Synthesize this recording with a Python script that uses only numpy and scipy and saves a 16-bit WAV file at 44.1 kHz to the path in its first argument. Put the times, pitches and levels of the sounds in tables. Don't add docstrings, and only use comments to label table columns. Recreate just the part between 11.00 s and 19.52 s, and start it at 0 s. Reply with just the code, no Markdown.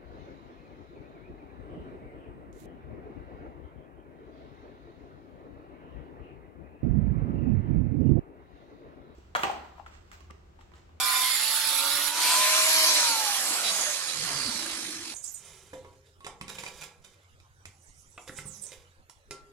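import sys
import numpy as np
from scipy import signal
from scipy.fft import rfft, irfft, next_fast_len
from scipy.io import wavfile
from scipy.ndimage import uniform_filter1d

SR = 44100
rng = np.random.default_rng(int(sys.argv[2]) if len(sys.argv) > 2 else 0)


def materialize(psi):
    bounded = np.clip(np.atleast_2d(psi).T, -1, 1)
    quanta = np.round(bounded * 32767).astype(np.int16)
    wavfile.write(sys.argv[1], SR, quanta)


N = 375732
T = np.arange(N) / SR
ROOM_START_S = 4.143


def amp(db):
    return 10 ** (np.asarray(db) / 20)


def unit_rms(x):
    return x / np.sqrt(np.mean(x ** 2) + 1e-20)


def wobble(shape, samples):
    return unit_rms(uniform_filter1d(rng.standard_normal(shape), samples))


def ramp(t, start, length):
    return np.clip((t - start) / length, 0, 1)


def spectrum(points, hz):
    f, value = np.transpose(points)
    return np.interp(np.log(hz + 1), np.log(f + 1), value)


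def curves(rows, t=T):
    times, *columns = np.transpose(rows)
    return [np.interp(t, times, column) for column in columns]


def swells(rows):
    return np.sqrt(sum(amp(db - 20 * np.maximum((s - T) / rise, (T - s) / fall)) ** 2
                       for s, db, rise, fall in rows))


def band(x, lo_hz, hi_hz):
    return signal.sosfilt(signal.butter(3, [lo_hz, hi_hz], "band", fs=SR, output="sos"), x)


def resonate(x, hz, width):
    carrier = np.exp(2j * np.pi * np.cumsum(hz * np.ones(x.shape[-1])) / SR)
    pole = np.exp(-np.pi * width / SR)
    return 2 * (carrier * signal.lfilter([1 - pole], [1, -pole], x / carrier)).real


def response(hz, modes, order):
    return sum(amp(db) / (1 + (2 * (hz - f) / width) ** 2) ** (order / 2) for f, width, db in modes)


def ringing(modes, length, order=2):
    size = next_fast_len(length)
    gain = response(np.fft.rfftfreq(size, 1 / SR), modes, order)
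    return unit_rms(irfft(rfft(rng.standard_normal((2, size))) * gain, size)[:, :length])


# frequency in Hz, coherence from 0 to 1.
COHERENCE = [(60, 0.27), (150, 0.9), (380, 1), (950, 0.77), (2400, 0.5), (6000, 0.23), (15000, 0.45)]

def noise(field_db, length, patchy_db, lead):
    frame_s = np.arange(length // 256 + 5) * 256 / SR
    hz = np.fft.rfftfreq(1024, 1 / SR)[:, None]
    a, b, c, d, patches = rng.standard_normal((len(frame_s), 513, 5)).T
    patches = unit_rms(uniform_filter1d(uniform_filter1d(patches, 8, 0), 10, 1))
    same, left = spectrum(COHERENCE, hz), a + 1j * b
    right = same * left * np.exp(-2j * np.pi * hz * lead(frame_s)) + np.sqrt(1 - same ** 2) * (c + 1j * d)
    frames = np.array([left, right]) * amp(field_db(hz, frame_s) + patchy_db * patches)
    return signal.istft(frames, nperseg=1024, noverlap=768)[1][:, :length]


# frequency in Hz, relative spectral level in dB.
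HUSH_SPECTRUM = [(15, -27), (25, 14), (91, -17.5), (136, -11), (246, -19), (445, -14.5), (1050, -21),
                 (1200, -19.5), (1380, -18.5), (1850, -21), (8130, -31), (11800, -39), (15500, -47)]
# time in seconds, level in dB.
RUMBLE_LEVELS = [(4.14, -66.5), (4.9, -62.5), (5.3, -68), (5.94, -73.5), (6.69, -58), (6.93, -67),
                 (8.09, -68), (8.52, -80)]

def room_tone():
    hush = noise(lambda hz, s: spectrum(HUSH_SPECTRUM, hz), N, patchy_db=5, lead=lambda s: -0.00027)
    low = ringing([(87.5, 19, 7.5), (123, 32, -5)], N)
    return amp(-62) * unit_rms(hush) + amp(curves(RUMBLE_LEVELS)[0]) * (low[0] + 0.17 * low)


# frequency in Hz, reverberation time T60 in seconds.
ROOM_DECAY = [(150, 0.7), (600, 0.63), (2500, 0.3), (7000, 0.24), (14000, 0.16)]

def reverberation(x):
    taps = np.zeros((2, SR))
    arrivals = np.arange(150, SR - 20, 20)
    arrivals = arrivals + rng.integers(0, 20, (2, len(arrivals)))
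    np.put_along_axis(taps, arrivals, rng.choice([-1., 1.], arrivals.shape), 1)
    hz, t, bands = signal.stft(taps, SR, nperseg=256)
    same = spectrum(COHERENCE, hz)[:, None]
    bands[1] = same * bands[0] + np.sqrt(1 - same ** 2) * bands[1]
    tail = signal.istft(bands * amp(-60 * t / spectrum(ROOM_DECAY, hz)[:, None]), SR, nperseg=256)[1]
    return signal.fftconvolve(x[None], tail / np.linalg.norm(tail[0]), axes=1)[:, :N]


def chirp(length, pitches_hz):
    progress = np.linspace(0, 1, round(length * SR))
    glide = np.polyval(np.polyfit([0, .5, 1], pitches_hz, 2), progress)
    hoarse = 1 + 4 * length ** .5 * wobble(len(progress), 30)
    return hoarse * np.sin(2 * np.pi * np.cumsum(glide) / SR) * np.sin(np.pi * progress) ** .5


# start and length in seconds, first and last pitch in Hz, level in dB.
BIRD_NOTES = [(4.163, 0.0099, 6100, 7250, -42), (4.239, 0.0097, 8870, 6630, -36),
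              (4.275, 0.012, 6090, 7770, -41), (4.313, 0.021, 11200, 12200, -51),
              (4.34, 0.0094, 7930, 8900, -40.5), (4.344, 0.0056, 8070, 6500, -42),
              (7.367, 0.0187, 7100, 9100, -47.5), (7.452, 0.047, 9480, 7300, -48.5),
              (7.503, 0.069, 7170, 5540, -55), (7.618, 0.014, 9560, 7180, -40),
              (7.634, 0.01, 7210, 9050, -41), (7.665, 0.0053, 7440, 5730, -44)]
# peak time in seconds, level in dB, rise and fall in seconds per 20 dB.
FLOCK_BOUTS = [(4.14, -39, 0.064, 0.22), (4.25, -42, 0.049, 0.14), (4.35, -45, .03, 0.34),
               (6.87, -57.5, 0.28, 0.25), (6.99, -56.5, 0.11, 0.15), (7.11, -53, 0.13, 0.094),
               (7.22, -54, 0.11, 0.073), (7.36, -48, 0.16, 0.11), (7.54, -47, 0.11, 0.17),
               (7.624, -41, 0.06, 0.07)]

def birds():
    near, far = np.zeros((2, N + SR))
    for s, length, start_hz, end_hz, db in BIRD_NOTES:
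        sound = chirp(length, [start_hz, start_hz + 0.54 * (end_hz - start_hz), end_hz])
        near[round(s * SR):][:len(sound)] += amp(db) * sound
    for when, length, pitch, glide in rng.random((900, 4)):
        hz = 5600 + 5600 * pitch ** 1.3 + 2600 * (glide - .6) * np.array([-1, .2, 1])
        sound = chirp(0.0092 + 0.027 * length, hz)
        far[round((1 + when) * N / 2.1):][:len(sound)] += sound
    return near[:N], far[:N] / np.std(far[N // 2:N]) * swells(FLOCK_BOUTS)


# frequency in Hz, level in dB, T60 in seconds.
TILE_MODES = [(146, -4.5, 0.18), (199, -15.5, 0.21), (294, -8.5, 0.14), (382, -22, 0.43), (406, -9, 0.4),
              (522, -8.5, 0.31), (844, -13, 0.15), (969, -13.5, 0.21), (1093, -13, 0.3),
              (1357, -15.5, 0.42), (1685, -17, 0.1), (2070, -3.5, 0.11), (2422, -2, 0.038),
              (3090, -13, 0.1), (3560, -10, 0.057), (3820, -10, 0.07), (4720, -14, 0.098),
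              (5150, -22, 0.09), (6000, -26, 0.091), (7200, -18, 0.08)]
# frequency in Hz, relative spectral level in dB.
GRIT_SPECTRUM = [(88, -37), (150, -1.5), (320, -18), (381, -4), (519, -3), (912, -6), (1800, -5),
                 (2410, -2.5), (3160, -3.5), (4800, -7), (10100, -3.5), (15500, -19)]
# peak time in seconds, level in dB, rise and fall in seconds
# per 20 dB, favoured ring in Hz.
TILE_SLIDES = [(4.15, -53.5, 0.021, 0.13, 969), (4.45, -47, 0.13, 0.42, 382),
               (4.738, -47.5, 0.0086, 0.033, 3560), (5.07, -58.5, 0.037, 0.042, 3560),
               (5.5, -43, 0.038, 0.085, 3820), (5.555, -45, 0.047, 0.091, 3820),
               (5.59, -38, .008, 0.1, 2422), (5.675, -47, 0.075, 0.12, 4720), (5.78, -45, 0.12, 0.11, 3560),
               (5.82, -44.5, 0.092, 0.12, 2422), (6.05, -54.5, 0.035, 0.24, 1093),
               (7.285, -39, 0.015, 0.02, 3560), (7.378, -41.5, 0.024, 0.046, 3090),
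               (7.726, -51.5, 0.18, 0.16, 969)]

def slides():
    size, before = 65536, 26000
    out, hz, t = np.zeros(N + size), np.fft.rfftfreq(size, 1 / SR), T[:size] - before / SR
    f = np.transpose(TILE_MODES)[0][:, None]
    peaks = 1 / (1 + ((hz - f) / (15 + 0.024 * f)) ** 2)
    for s, db, rise, fall, ring_hz in TILE_SLIDES:
        grit = rng.standard_normal(size)
        for depth_db, samples in ((0.88, 128), (3, 512)):
            grit *= amp(depth_db * np.minimum(np.repeat(rng.exponential(1, size // samples), samples), 4))
        mode_db = 7 + 5 * np.exp(-(np.log(f / ring_hz) / 0.024) ** 2) + 2 * rng.standard_normal(f.shape)
        colour = amp(spectrum(GRIT_SPECTRUM, hz)) * (1 + (amp(mode_db) * peaks).sum(0))
        rub = unit_rms(irfft(rfft(grit) * colour, size))
        out[round(s * SR) - before:][:size] += amp(db - 20 * np.maximum(-t / rise, t / fall)) * rub
    return out[:N]


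# start in seconds, level, bass and treble in dB, first and second favoured
# ring in Hz, factor on T60.
TILE_KNOCKS = [(4.732, -40, -3, -11, 505, 300, 0.9), (4.847, -47.5, -5, -11, 394, 969, 0.77),
               (5.206, -55.5, -13, 1, 1093, 3560, 0.83), (5.246, -39, -11, -1, 404, 3560, 0.7),
               (5.266, -27.5, -17, -7, 969, 1690, 0.27), (5.412, -32, -7.5, -5, 199, 1685, 0.26),
               (5.481, -40, -4.5, 1, 206, 2430, 0.28), (5.502, -39, -12, -9, 3820, 5150, 0.54),
               (5.585, -39, -12, -3.5, 2420, 3820, 0.68), (5.636, -37.5, -7.5, 3.5, 969, 410, 0.27),
               (5.664, -43, -7, -2, 2440, 4720, 0.83), (5.824, -41.5, -15, -3, 2430, 3560, 0.48),
               (6.046, -58, -30, 10, 2420, 3090, 1.3), (6.401, -61, -8, 6, 2430, 3560, 0.22),
               (6.655, -46, -26, 8.5, 2280, 2260, 0.13), (7.178, -36.5, -8, -15, 2100, 1357, 0.098),
               (7.277, -46, -11, 4, 515, 969, 0.34), (7.294, -35.5, -5, -20, 199, 299, 0.32),
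               (7.387, -36, -10, -10, 145, 2070, 0.35), (7.455, -50.5, 8.5, -25, 140.2, 198, 0.55),
               (7.719, -50.5, -6, 11.5, 522, 969, 0.29), (8.097, -52.5, -23, 12, 1357, 969, 0.12),
               (8.309, -40.5, -8.5, 8.5, 404, 1357, 0.95)]

def knocks():
    out, t = np.zeros(N + SR), T[:SR // 2]
    f, mode_db, t60 = np.transpose(TILE_MODES)[:, :, None]
    for s, db, bass_db, treble_db, first_hz, second_hz, sustain in TILE_KNOCKS:
        thud_hz, crack_hz = min(first_hz, 600), np.clip(max(first_hz, second_hz), 1500, 2400)
        tilt_db = bass_db / (1 + (f / 700) ** 4) + treble_db / (1 + (2600 / f) ** 4)
        favour_db = sum(lift_db * np.exp(-(np.log(f / hz) / 0.078) ** 2)
                        for hz, lift_db in ((first_hz, 17), (second_hz, 12)))
        held_db = -2 / (1 + (f / (0.7 * thud_hz)) ** 8)
        scatter, detune = rng.standard_normal((2, len(f), 1))
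        decays = amp(mode_db + tilt_db + favour_db + held_db + 3.7 * scatter - 60 * t / (t60 * sustain))
        ring = (decays * np.sin(2 * np.pi * f * (1 + 0.0043 * detune) * t)).sum(0)
        shock, tick = rng.standard_normal(len(t)), 6 * (t == t[20])
        burst = (shock + tick) * np.exp(-t / 0.003) * ramp(t, 0, .0007)
        crack = 4 * band(burst, 0.59 * crack_hz, 1.34 * crack_hz)
        crack += 1.19 * amp(treble_db) * band(burst, 2650, 9500)
        thud = band(shock * np.exp(-t / 0.018), 0.71 * thud_hz, 1.7 * thud_hz)
        out[round(s * SR):][:len(t)] += amp(db) * (amp(-4.5) * ring + crack + 4.1 * amp(bass_db) * thud)
    return out[:N]


# time in seconds, twice the disc's rotation rate in Hz.
DRIVE_SPEED = [(0, 236.7), (.3, 239.8), (.42, 266.5), (.72, 272.2), (1.03, 288.5), (1.42, 310),
               (1.7, 318.2), (1.87, 319)]
OFF_S, COAST_PER_S = 1.87, .545

def fundamental(t):
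    drag = 1 - .055 * ramp(t, 3.36, 0.18)
    return curves(DRIVE_SPEED, t)[0] * np.exp(-COAST_PER_S * np.maximum(t - OFF_S, 0)) * drag


# frequency and width in Hz, level in dB.
HUM_MODES = [(327, 37, 3), (282, 28, -5.5), (232, 18, -6)]
# peak time in seconds, level in dB, rise and fall in seconds per 20 dB.
HUM_BOUTS = [(2.5, -46, 0.078, 0.094), (3.63, -49, 0.14, 1.2), (3.95, -53, .3, 1.6)]

def ground_hum(t):
    hum = ringing(HUM_MODES, len(t))
    return swells(HUM_BOUTS)[:len(t)] * (hum[0] + 0.088 * hum)


# start and length in seconds, pitch in Hz, level in dB.
GROUND_SQUEALS = [(2.633, 0.087, 3898, -28.5), (3.081, 0.041, 3920, -37.5), (3.581, 0.075, 3910, -40.5),
                  (3.682, 0.069, 3866, -42)]

def squeals(t, wander):
    out = np.zeros((2, len(t)))
    for s, length, f, db in GROUND_SQUEALS:
        ring = ringing([(f, 70, 0), (1.2 * f, 200, -12), (0.86 * f, 200, -12)], len(t))
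        scuff = amp(-2.5) * ringing([(3800, 5140, 0)], len(t), order=4)
        tone = np.sin(2 * np.pi * f * t + 1.93 * wander)
        out += amp(db) * (0.5 * ring + tone + scuff) * np.sqrt(np.sin(np.pi * ramp(t, s, length)))
    return out


# frequency and width in Hz, level in dB, end of the ring
# and end of its swell in seconds.
STRIP_MODES = [(1018, 4.7, -32.5, 0.36, 0.14), (1214, 13, -38.5, 0.24, 0.085), (1439, 60, -43.5, 0.25, .1),
               (2350, 30, -41, 0.28, 0.04), (2120, 37, -42.5, 0.5, 0.28), (750, 51, -53, 0.3, 0.098)]

def tile_strip(t):
    rise_db_per_s, fade_s = 38, 0.11
    out = np.zeros((2, len(t)))
    for f, width, db, end_s, peak_s in STRIP_MODES:
        fuzz = min(width / 25, 2) * ringing([(f, width, 0)], len(t))
        swell = amp(db - rise_db_per_s * np.maximum(peak_s - t, 0))
        out += swell * (np.sin(2 * np.pi * f * t) + fuzz) * np.clip((end_s - t) / fade_s, 0, 1)
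    return out


# frequency and width in Hz, level in dB.
WHINE_MODES = [(11230, 470, -42.5), (7940, 1200, -48.5), (6630, 570, -43), (4655, 1100, -45)]
BARS, ROTOR = 35.2, 1.64

def commutator_whine(t, hz, cycles, wanders):
    out = np.zeros((2, len(t)))
    for side, wander in zip((-1, 0, 1), wanders):
        multiple = BARS + side * ROTOR
        gain = response(multiple * hz, WHINE_MODES, order=4) * amp(wander - 2 * abs(side))
        brush_chatter = 1 + 1.8 * wobble(len(t), 90)
        tone = np.sin(2 * np.pi * multiple * cycles + [[0], [side]])
        out += gain * brush_chatter * tone * amp([[-3], [3]])
    throb = amp(12) * np.exp(0.92 * (np.cos(np.pi / 2 * cycles) - 1))
    for f, width, db in WHINE_MODES:
        gain = response(BARS * hz, [(f, 0.76 * width, db)], order=6)
        out += throb * gain * ringing([(f, 0.81 * width, 0)], len(t)) * amp([[-2], [2]])
    return out


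TONE_MULTIPLES = [1, 2, 3, 3.28, 5]
TONE_BASE_DB = [-55, -49, -50, -46, -51.5]
# time in seconds, then gain in dB of multiple 1, of 3 and 5, of 2, of the rotor.
TONE_GAINS = [(0, -17, -8, -8, 7), (.3, -18, -18, -18, -4.5), (.7, -10.5, -8, -19.5, -1),
              (.83, 3, 4, 5, 1.5), (1.03, 1, -2.5, -6.5, -8.5), (1.3, -2.5, 6, -16.5, 6.5),
              (1.42, -5, -6.5, 4.5, 12), (1.6, -3.5, -7.5, 5, 9), (1.7, -2.5, 4, 3.5, -1),
              (1.87, 1, 2, 5.5, 7.5), (2, -2, -0.5, 0, -0.5), (2.15, -5.5, 3.5, -3, 9),
              (2.33, -11, -5, -13, 9.5), (2.5, -5, -11, -10, -1.5), (2.75, -6, -8.5, -21, -7),
              (3, -18, -7, -16, -7), (3.2, -4, -10, -6, -6.5), (3.48, 8, -9, 2, -8),
              (3.62, -7, -5, -5.5, -9), (4.14, -1, -3, -17, -10)]
# frequency and width in Hz, gain in dB.
BODY_MODES = [(157, 43, 3), (199, 14, 4.5), (247, 34, -0.5), (319.3, 58, -1.5), (614, 110, 3.5),
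              (964, 152, 5.5), (1410, 200, 7.5)]
LEAD_S = .0001

def motor_tones(t, hz, cycles, wanders):
    first_db, odd_db, second_db, rotor_db = curves(TONE_GAINS, t)
    own_db = np.array(TONE_BASE_DB)[:, None] + [first_db, second_db, odd_db, rotor_db, odd_db]
    body = 0.22 + response(np.outer(TONE_MULTIPLES, hz), BODY_MODES, order=2)
    gains = amp(own_db + 3.5 * np.log2(hz / hz.max())) * body
    rough_db = 1.9 + 3.3 * ramp(t, 2.6, 0.6)
    stereo_cycles = cycles + np.outer([LEAD_S, 0], hz)
    out = np.zeros((2, len(t)))
    for multiple, gain, wander in zip(TONE_MULTIPLES, gains, wanders):
        phase = 2 * np.pi * multiple * stereo_cycles + 0.25 * rough_db * wander[::-1]
        out += np.sqrt(2) * gain * amp(rough_db * wander) * np.sin(phase)
    return out * amp([[0.5], [-0.5]])


# time in seconds, contact from 0 to 1.
DISC_CONTACT = [(0, 1), (1.08, 1), (1.16, 0), (4.14, 0)]
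# frequency and width in Hz, level in dB, peak time in seconds.
DISC_MODES = [(3354, 41, -9.5, .9), (3580, 32, -5.5, .15), (3910, 44, -8, 0.86), (4320, 66, -8, .55),
              (4940, 25, -7, 0.11), (7090, 59, -13, .1), (7090, 67, -6.5, 0.4), (7980, 32, -9.5, 0.69),
              (9140, 30, -10, .55), (9220, 30, -8, .15), (9620, 45, -8, 1), (10150, 33, -2, 0.61),
              (11130, 97, -7.5, .4), (11550, 36, -8, .15), (12500, 150, -9.5, .9)]

def disc_ring(t):
    out = np.zeros((2, len(t)))
    cut = round(DISC_CONTACT[2][0] * SR)
    for f, width, db, peak_s in DISC_MODES:
        drift, flutter = wobble((2, cut), 1800)
        ring = unit_rms(resonate(rng.standard_normal((2, cut)), f * (1 + 0.0018 * drift), width))
        moment_db = 6 * (np.exp(-((t[:cut] - peak_s) / .25) ** 2) - 1)
        out[:, :cut] += amp(db + moment_db + 2 * flutter) * ring
    return out


# frequency in Hz, spectral level in dB.
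CUT_SPECTRUM = [(18, -45), (30, -18.5), (221, -36), (280, -21.5), (499, -33.5), (554, -19), (649, -20.5),
                (1010, -14.5), (1100, -7), (4420, -1), (6500, -11), (8520, -19.5), (10200, -13.5),
                (16000, -22)]
FREE_SPECTRUM = [(18, -73), (30, -31), (141, -34.5), (311, -18.5), (394, -21), (616, -10.5), (684, -9.5),
                 (1010, -10), (1100, -4.5), (4530, -3), (11100, -10.5), (14800, -23.5), (16000, -41.5)]
COAST_SPECTRUM = [(18, -30), (30, -9.5), (86, -17), (319, -16), (404, -12), (1350, -4.5), (3310, -6),
                  (4650, -4), (10800, -14), (13700, -35.5), (16000, -71)]
# time in seconds, then in dB the level, the bass gain, the treble's
ROAR_COURSE = [(0, -32.5, 6, 5.5, -1.5), (1.08, -33.5, 9.5, 2, -1.5), (1.12, -38.5, 6.5, 3, -2),
               (1.23, -28, -0.5, 6, -3), (1.6, -27.5, -0.5, 8, -4), (1.98, -29.5, 1.5, 7.5, -1),
               (2.24, -33, 4, 2.5, -3), (2.62, -33, 4, 5, -13), (2.8, -32, 2, 4, -15),
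               (3.05, -36.5, -4, 0.5, -12), (3.25, -35.5, -3, 1, -9), (3.32, -35, 2, 0.5, -8),
               (3.95, -40.5, -2.5, 2, -6), (4.0, -43.5, -3.5, 5, -12), (4.11, -41.5, -8.5, 2.5, -3),
               (4.14, -43, -0.5, 2.5, -11)]

def roar_spectrum(hz, s):
    (touch,), (_, bass_db, pan_db, _) = curves(DISC_CONTACT, s), curves(ROAR_COURSE, s)
    slow = np.clip((230 - fundamental(s)) / 70, 0, 1)
    db = touch * spectrum(CUT_SPECTRUM, hz) + slow * spectrum(COAST_SPECTRUM, hz)
    db += (1 - touch - slow) * spectrum(FREE_SPECTRUM, hz)
    db += bass_db / (1 + (hz / 1200) ** 4) + 5.5 / (1 + (6500 / (hz + 1)) ** 4)
    db += 7 * np.exp(-((s - 1.93) / 0.22) ** 2 - (np.log((hz + 1) / 5000) / 0.31) ** 2)
    ridges = wobble(len(hz), 3)[:, None]
    db += 4.5 * touch * ridges / (1 + (5200 / (hz + 1)) ** 6)
    return db + np.reshape([.5, -.5], (2, 1, 1)) * pan_db / (1 + (1800 / (hz + 1)) ** 2)


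# frequency and width in Hz, relative level in dB.
HOUSING_MODES = [(2360, 120, 12.5), (3997, 42, 19.5), (4420, 55, 18.5), (6900, 28, 8), (8800, 31, -2)]

def roar(t, cycles):
    def lead(s):
        return LEAD_S * ramp(s, 1.3, 0.27) * (1 + .5 * np.exp(-((s - 1.75) / 0.22) ** 2))

    (touch,), (level_db, _, pan_db, facing_db) = curves(DISC_CONTACT, t), curves(ROAR_COURSE, t)
    air = noise(roar_spectrum, len(t), patchy_db=2.5, lead=lead)
    air /= np.std(resonate(air[1], hz=3600, width=3760))
    housing = (1 - touch) * ringing(HOUSING_MODES, len(t), order=1)
    housing *= amp(facing_db + np.outer([.5, -.5], pan_db))
    thump = 1 + (.12 * touch + 0.18 * ramp(t, 2.9, 0.21)) * np.cos(np.pi * cycles)
    return amp(level_db) * thump * (amp(1.5) * air + housing) + amp(-31) * touch * disc_ring(t)


def grinder():
    t = T[:round(ROOM_START_S * SR)]
    hz, wanders = fundamental(t), wobble((12, len(t)), 1500)
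    cycles = np.cumsum(hz + .4 * wanders[0]) / SR
    out = roar(t, cycles) + tile_strip(t) + ground_hum(t)
    out += motor_tones(t, hz, cycles, wanders[1:6])
    out += commutator_whine(t, hz, cycles, wanders[6:9])
    out += squeals(t, wanders[11])
    fade = np.clip((ROOM_START_S - t) / 0.0012, 0, 1)
    return np.pad(out * fade, ((0, 0), (0, N - len(t))))


def scene():
    blows, grit, (near, far) = knocks(), slides(), birds()
    left_blows = np.where(T < 7, np.roll(blows, 8), np.roll(blows, 2))
    direct = np.array([left_blows + 0.5 * np.roll(near, 8), blows + 1.56 * near]) + 0.55 * grit
    tiles = amp(-5) * blows + amp(-8.5) * band(blows, 1810, 22000) + amp(-8) * grit
    reflected = reverberation(tiles + amp(3) * near + amp(-4.5) * far)
    return grinder() + (direct + reflected + room_tone()) * (T > ROOM_START_S)


# frequency in Hz, level of left against right in dB.
LEFT_BALANCE = [(60, -3.5), (150, 0), (380, -1), (950, -0.5), (2380, -3), (5980, -10.5), (15000, -11.5)]

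def record(dry):
    hz = np.linspace(0, SR / 2, 257)
    tilt_db = spectrum(LEFT_BALANCE, hz) / 2
    filters = np.array([signal.firwin2(255, hz, amp(side * tilt_db), fs=SR) for side in (1, -1)])
    heard = signal.oaconvolve(dry, filters, "same", axes=1)
    low_pass = signal.firwin(511, 15900, window=("kaiser", 9), fs=SR)
    return signal.oaconvolve(heard, low_pass[None], "same")


dry = scene()
out = record(dry)
materialize(out)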